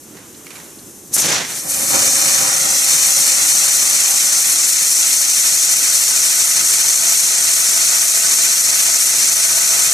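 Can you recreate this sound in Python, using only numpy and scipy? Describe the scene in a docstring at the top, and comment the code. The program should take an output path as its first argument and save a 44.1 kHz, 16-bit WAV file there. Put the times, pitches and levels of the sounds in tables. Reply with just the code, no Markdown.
"""A firework wheel roars on a post in a yard at night, driven round by two jets of burning gas.
First the fuse hisses over distant traffic and a few small rustles. The priming (loose starter powder)
flares with spits and pops, then the jets light and the wheel speeds up. The ground echoes each jet a
moment late, and two small microphone openings (ports) colour left and right differently."""
import sys
import numpy as np
from scipy import signal
from scipy.fft import rfft, irfft, next_fast_len
from scipy.io import wavfile
from scipy.ndimage import uniform_filter1d, minimum_filter1d, map_coordinates

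SR = 44100
rng = np.random.default_rng(int(sys.argv[2]) if len(sys.argv) > 2 else 0)


def pcm_store(signal):
    """Save signal as 16-bit PCM."""
    levels = np.round(np.clip(np.atleast_2d(signal), -1, 1) * 32767)
    wavfile.write(sys.argv[1], SR, levels.astype(np.int16).T)


N = 437913
ECHO_MS = 1.48  # average delay of the ground echo


def jets():
    """The jets smoulder, flare up in two steps, then burn evenly, throbbing every half turn."""
    # how far the wheel has spun (time [s], angle [turns])
    spin = [(1.5, -.03), (2.4, .04), (2.75, .25), (3.0, .5), (3.3, 1.0), (3.52, 1.5), (3.7, 2.0),
            (4.0, 3.2), (4.6, 6.5), (7.8, 26.8), (9.93, 42.0)]
    # strength of the burn (time [s], hiss [dB], roar [dB])
    burn = [(1.52, -29.5, -59), (1.6, -30.5, -49), (1.66, -33, -43), (1.71, -21.5, -42.5),
            (1.8, -24.5, -36), (1.89, -22.5, -37.5), (1.94, -16, -29.5), (2.06, -13, -28),
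            (2.13, -14.5, -33.5), (2.48, -17.5, -30.5), (2.72, -16, -33.5), (2.9, -13.5, -33),
            (3.5, -12.5, -31.5), (4.2, -14.5, -34.5), (5.2, -15, -37.5), (6.2, -15, -35), (9.0, -14.5, -34),
            (9.93, -15, -32)]
    # how the ports colour the jets (pitch [Hz], left [dB], right [dB], likeness of the sides [-1..1])
    colour = [(40.5, -43.5, -48.5, 0.38), (159, -36, -32.5, 0.96), (428, -38.5, -22.5, 0.42),
              (716, -32.5, -20, -0.66), (1100, -30.5, -14, -0.62), (1810, -31.5, -10, 0.035),
              (2220, -26.5, -7, -0.17), (3030, -13.5, -11, -0.9), (3760, -25.5, -11, 0.14),
              (4090, -11, -9, 0.9), (4980, -10.5, -14, 1), (5830, -0.5, -4.5, 0.9), (8470, -5, -6, 0.98),
              (11400, -14, -14, 1.0), (15100, -15.5, -15.5, 1.0)]
    # borders of the rumble, roar, rush, hiss and top bands (pitch [Hz])
    edges = 25, 500, 1800, 4000, 10000, 17000
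    t, (turns,), (hiss, roar) = np.arange(N) / SR, in_time(spin), in_time(burn)
    gas = hollow_roar(circling_gas(turns))
    second_jet_s = 1.94  # the sound is brighter until then; afterwards the rumble settles
    top = hiss - 6.5 + 7.5 * np.clip((second_jet_s - t) / 0.045, 0, 1) + 1.2 * flicker(4.3)
    rush = hiss + .3 * (roar - hiss) - 9.5 + 0.93 * flicker(5.6)
    settling = np.exp(-np.maximum(t - second_jet_s, 0) / 0.54)
    rumble = roar - 9.5 + 9.5 * settling + 1.1 * flicker(10.5)
    lit = np.clip((t - 1.42) / 0.15, 0, 1)
    throb = from_db(.5 * np.cos(4 * np.pi * turns))
    return lit * throb * flame(gas, colour, edges, (rumble, roar, rush, hiss, top), waver_db=0.78)


def circling_gas(turns):
    """Two opposite jets go round; the higher a jet is, the later and clearer its ground echo."""
    rough_ground = signal.butter(2, 10500, fs=SR, output="sos")  # returns less treble
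    echo_db = -3.5 - 2 * np.clip(turns / 3, 0, 1)  # weakens as the flames spread
    out = 0
    for side in (1, -1):
        height = side * np.cos(2 * np.pi * turns)
        gas = burning(sputter_db=0.88, sparks_per_s=400, spark_db=4)
        lag_ms = ECHO_MS + .15 * height + .007 * flicker(15)  # the flame tip dances
        echo = delay(signal.sosfilt(rough_ground, gas), lag_ms)
        out = out + gas + from_db(echo_db + 3.2 * height) * echo
    return out


def hollow_roar(gas):
    """The roar rings hollow: one colour while the wheel is slow, blending into another at full speed."""
    # ringing of the slow wheel; a gain below 0 makes a dip (pitch [Hz], width [Hz], gain [factor])
    slow_tones = [(158, 37, 1), (293, 50, 2.15), (426, 93, -1.2), (556, 53, 1.64), (663, 94, -0.64),
                  (777, 50, 3), (816, 60, -0.2), (944, 58, 2.5), (2200, 27, -0.16)]
    # ringing of the fast wheel (pitch [Hz], width [Hz], gain [factor])
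    fast_tones = [(159, 47, 0.65), (344, 10, 2), (592, 62, -0.7), (685, 60, 1.6), (830, 74, -1.17),
                  (918, 76, 2), (1080, 160, -0.16), (1280, 27, 0.6), (1507, 22, 1.26)]
    t, change_s, blend_s = np.arange(N) / SR, 4.9, 0.78
    fast = 1 / (1 + np.exp((change_s - t) / blend_s))
    return (gas + from_db(-2 + 2 * flicker(4)) * (1 - fast) * resonate(gas, slow_tones)
            + from_db(-0.4 + 2 * flicker(4.2)) * fast * resonate(gas, fast_tones))


def burning(sputter_db, sparks_per_s, spark_db):
    """Two rows of swirling gas noise whose push sputters, with small sparks bursting in it."""
    thrust = from_db(sputter_db * (0.47 * flicker(9.7) + flicker(50) + .5 * flicker(170)))
    sizes = from_db(spark_db + 3.8 * np.minimum(rng.exponential(1, N), 3.3)) * rng.choice([-1, 1], N)
    sparks = sizes * (rng.random(N) < sparks_per_s / SR)
    return thrust * (rng.standard_normal((2, N)) + sparks)


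def flame(gas, colour, edges_hz, levels_db, waver_db):
    """Each band of a flame, low to high, follows its level and also wavers on its own."""
    spectrum, out = ports(gas, colour), 0
    for low, high, db in zip(edges_hz, edges_hz[1:], levels_db):
        out = out + from_db(db + waver_db * flicker(14.5)) * band(spectrum, low, high)
    return out


def priming():
    """The loose powder flashes off roughly, spits twice and dies as the jets take over."""
    # strength of the flare (time [s], hiss [dB], top [dB], rush [dB], rumble [dB])
    flare = [(1.11, -56, -58, -58, -38), (1.134, -25, -26, -40, -45), (1.16, -18, -26, -24, -36),
             (1.19, -24, -27, -24.5, -30), (1.222, -18, -33, -27.5, -39), (1.254, -18.5, -25, -24, -27),
             (1.354, -21, -37, -20.5, -31), (1.42, -26, -39, -25.5, -35), (1.49, -32, -46, -32.5, -45),
             (1.62, -32, -40, -39, -50)]
    # how the ports colour the flare (pitch [Hz], left [dB], right [dB], likeness [-1..1])
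    colour = [(40, -35, -33, 0.35), (151, -11.5, -8.5, 0.91), (400, -14.5, -9.5, 1), (710, -11, -4, 0.7),
              (1090, -14, -6.5, 0.54), (1730, -10, -2.5, 0.69), (2300, -9, -3, 0.73), (3000, -12, -5, 0.49),
              (3500, -11, -3.5, 0.6), (4300, -5.5, -4, 1), (4870, -4, -7, 0.98), (5960, 5, 1, 0.87),
              (9000, -5.5, -5, 0.88), (13800, -15, -13, 1.0)]
    # borders of the rumble, rush, hiss and top bands (pitch [Hz])
    edges = 25, 500, 4000, 10000, 17000
    # sharp spurts of gas (time [s], length [s], hiss [dB], top [dB])
    spits = [(1.137, 0.033, -16, -12), (1.178, 0.047, -20, -21)]
    hiss, top, rush, rumble = in_time(flare)
    gas = burning(sputter_db=0.6, sparks_per_s=500, spark_db=1.5)
    t = np.arange(N) / SR
    alight = np.clip((1.66 - t) / 0.092, 0, 1) * (t > flare[0][0])
    out = alight * flame(gas, colour, edges, (rumble, rush, hiss, top), waver_db=1.2)
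    spectrum = ports(gas, colour)
    hissing, sizzling = band(spectrum, 6000, 11000), band(spectrum, 9700, 16000)
    for s, length, hiss_db, top_db in spits:
        gate = np.clip((t - s) / 0.0032, 0, 1) * np.clip((s + length - t) / 0.0025, 0, 1)
        out = out + gate * (from_db(hiss_db) * hissing + from_db(top_db) * sizzling)
    return out


def pops():
    """Grains of powder burst: a bright tick and a broad thump, each with its ground echo."""
    # bursting grains (time [s], relative tick level [dB], relative thump level [dB])
    bursts = [(1.166, -15, -10), (1.216, 3, -27), (1.302, -7, -29), (1.721, -3, -34), (1.751, -6, -32),
              (1.804, -12, -30), (1.847, -10, -33), (1.897, -10, -35), (1.941, -9, -33)]
    ticks, thumps = np.zeros((2, N))
    for s, tick_db, thump_db in bursts:
        ticks[round(s * SR)] = from_db(tick_db)
        thumps[round(s * SR)] = from_db(thump_db)
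    tick = 2 * bandpass(ticks + 1e-18, 4500, 11000)
    thump = 20 * bandpass(thumps + 1e-18, 120, 2500)
    return with_echo(tick + thump * from_db([[-1], [1.5]]), echo_db=-8)


def rustles():
    """Short dry crackles nearby: grainy noise that dies quickly, strongest at its own pitch."""
    # crackles (time [s], relative level [dB], pitch [Hz], time to fade by 60 dB [s])
    crackles = [(0.1685, -23, 1930, 0.097), (0.1994, -38, 5500, 0.06), (0.3441, -29, 4110, 0.06),
                (0.3586, -33, 5160, 0.06), (0.4658, -18.5, 2180, 0.06), (0.5036, -19, 2410, 0.093),
                (0.5144, -26, 2340, 0.12), (0.553, -18, 2340, 0.11), (0.5982, -24, 1860, 0.072),
                (0.7846, -26.5, 4200, 0.06)]
    out, t = np.zeros((2, N)), np.arange(SR // 5) / SR
    for s, db, hz, fade_s in crackles:
        grain = rng.standard_normal(len(t))
        grain *= from_db(2.7 * rng.standard_normal(len(t) // 40 + 1).repeat(40)[:len(t)])
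        noise = grain * from_db(db - 8.5 - 60 * t / fade_s) * np.minimum(t / 0.0018, 1)
        crackle = 2 * bandpass(noise, hz / 1.06, hz * 1.05) + 0.65 * bandpass(noise, 900, 8000)
        start = round(s * SR)
        out[:, start:start + len(t)] += crackle * from_db([[-4], [2.5]])  # louder on the right
    return out


def fuse_and_night():
    """The fuse hisses, with its ground echo, above thin air noise and a low traffic drone."""
    # hiss of the fuse (time [s], level [dB])
    fuse_levels = [(0.0, -42), (0.268, -43), (0.456, -40), (1.1, -40)]
    # air stirring with the rustles (time [s], level [dB])
    air_levels = [(0.0, -55.5), (0.2, -46), (0.33, -51.5), (0.42, -49.5), (0.59, -43), (0.73, -50),
                  (1.1, -55)]
    # the recorder's gain drops under the loud jets, so the traffic drone sounds quieter
    # (time [s], gain [dB])
    gain_duck = [(1.1, -0.5), (3.0, -0.5), (5.0, -5.5), (9.93, -7)]
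    # how the ports colour all three (pitch [Hz], left [dB], right [dB], likeness [-1..1])
    colour = [(39.6, -20, -1, 0.39), (129, 3.5, 5.5, 0.94), (336, 8, 10.5, 0.98), (483, -4, 2, 0.86),
              (676, -13, -7, 0.53), (1500, -17, -7, 0.75), (2960, -19, -11.5, 0.58),
              (4860, -16.5, -19.5, 1), (6100, -4.5, -8.5, 0.78), (9050, -8.5, -9, 0.99),
              (13800, -11, -10.5, 1)]
    (air_db,), (fuse_db,), (duck_db,) = in_time(air_levels), in_time(fuse_levels), in_time(gain_duck)
    spectrum = ports(rng.standard_normal((2, N)), colour)
    traffic = from_db(-43.5 + duck_db + 1.1 * flicker(25)) * band(spectrum, 25, 910)
    air = from_db(air_db) * band(spectrum, 590, 4800)
    fuse = from_db(fuse_db + flicker(11)) * band(spectrum, 3900, 16000)
    return with_echo(fuse, echo_db=-15) + air + traffic


def ports(source, colour):
    """Left and right spectrum at the ports: both get the first row of sound, only the left the second."""
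    size = next_fast_len(N)
    hz, *columns = np.transpose(colour)
    log_hz = np.log(np.fft.rfftfreq(size, 1 / SR) + 1)
    left_db, right_db, alike = [np.interp(log_hz, np.log(hz), c) for c in columns]
    shared, own = rfft(source, size)
    alike = np.clip(alike, -1, 1)
    left = alike * shared + np.sqrt(1 - alike ** 2) * own
    return np.array([from_db(left_db) * left, from_db(right_db) * shared])


def band(spectrum, low_hz, high_hz):
    """One soft-edged slice of a spectrum as sound; the average of left and right has strength 1."""
    size = next_fast_len(N)
    hz = np.fft.rfftfreq(size, 1 / SR) + 1
    share = 1 / (1 + (hz / high_hz) ** 6) - 1 / (1 + (hz / low_hz) ** 6)
    out = irfft(spectrum * share, size)[:, :N]
    return out / np.sqrt(np.mean(out.mean(axis=0) ** 2))


def bandpass(x, low_hz, high_hz):
    """Gently turns down everything outside two pitches."""
    return signal.sosfilt(signal.butter(1, [low_hz, high_hz], "band", fs=SR, output="sos"), x)


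def resonate(x, tones):
    """Lets a sound ring at several pitches and adds the results."""
    out = 0
    for hz, width_hz, gain in tones:
        r = np.exp(-np.pi * width_hz / SR)
        feedback = [1, -2 * r * np.cos(2 * np.pi * hz / SR), r * r]
        out = out + gain * signal.lfilter([(1 - r * r) / 2, 0, (r * r - 1) / 2], feedback, x)
    return out


def with_echo(x, echo_db):
    """A sound plus its bounce off the ground."""
    return x + from_db(echo_db) * np.roll(x, round(ECHO_MS * SR / 1000), axis=1)


def delay(x, ms):
    """A sound heard ms later; ms may change sample by sample."""
    at = np.arange(N) - ms * SR / 1000
    return np.array([map_coordinates(row, [at], order=3, mode="nearest") for row in x])


def flicker(rate_hz):
    """A smooth random wobble of typical size 1, drawn at every 20th sample."""
    r = np.exp(-40 * np.pi * rate_hz / SR)
    slow = signal.lfilter([1], [1, -2 * r, r * r], rng.standard_normal(N // 20 + 4002))[4000:]
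    slow -= uniform_filter1d(slow, size=SR // 60)  # drop the slowest wander
    slow /= np.sqrt(np.mean(slow ** 2) + 1e-20)
    return np.interp(np.arange(N) / 20, np.arange(len(slow)), slow)


def in_time(rows):
    """Joins a table's points with straight lines: one curve for each column after the time."""
    s, *columns = np.transpose(rows)
    return [np.interp(np.arange(N) / SR, s, c) for c in columns]


def from_db(db):
    """Turns decibels into a factor to multiply by."""
    return 10 ** (np.asarray(db) / 20)


def scene():
    """All the sources together, left and right."""
    return fuse_and_night() + rustles() + priming() + pops() + jets()


def record(dry):
    """A quick limiter turns down the loudest peaks, then the highest treble is cut."""
    limit, cutoff_hz = .9, 14070
    gain = minimum_filter1d(np.minimum(1, limit / (np.abs(dry).max(axis=0) + 1e-9)), size=441)
    held = dry * uniform_filter1d(gain, size=441)
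    return signal.sosfilt(signal.ellip(14, .3, 75, cutoff_hz, fs=SR, output="sos"), held)


dry = scene()
out = record(dry)
pcm_store(out)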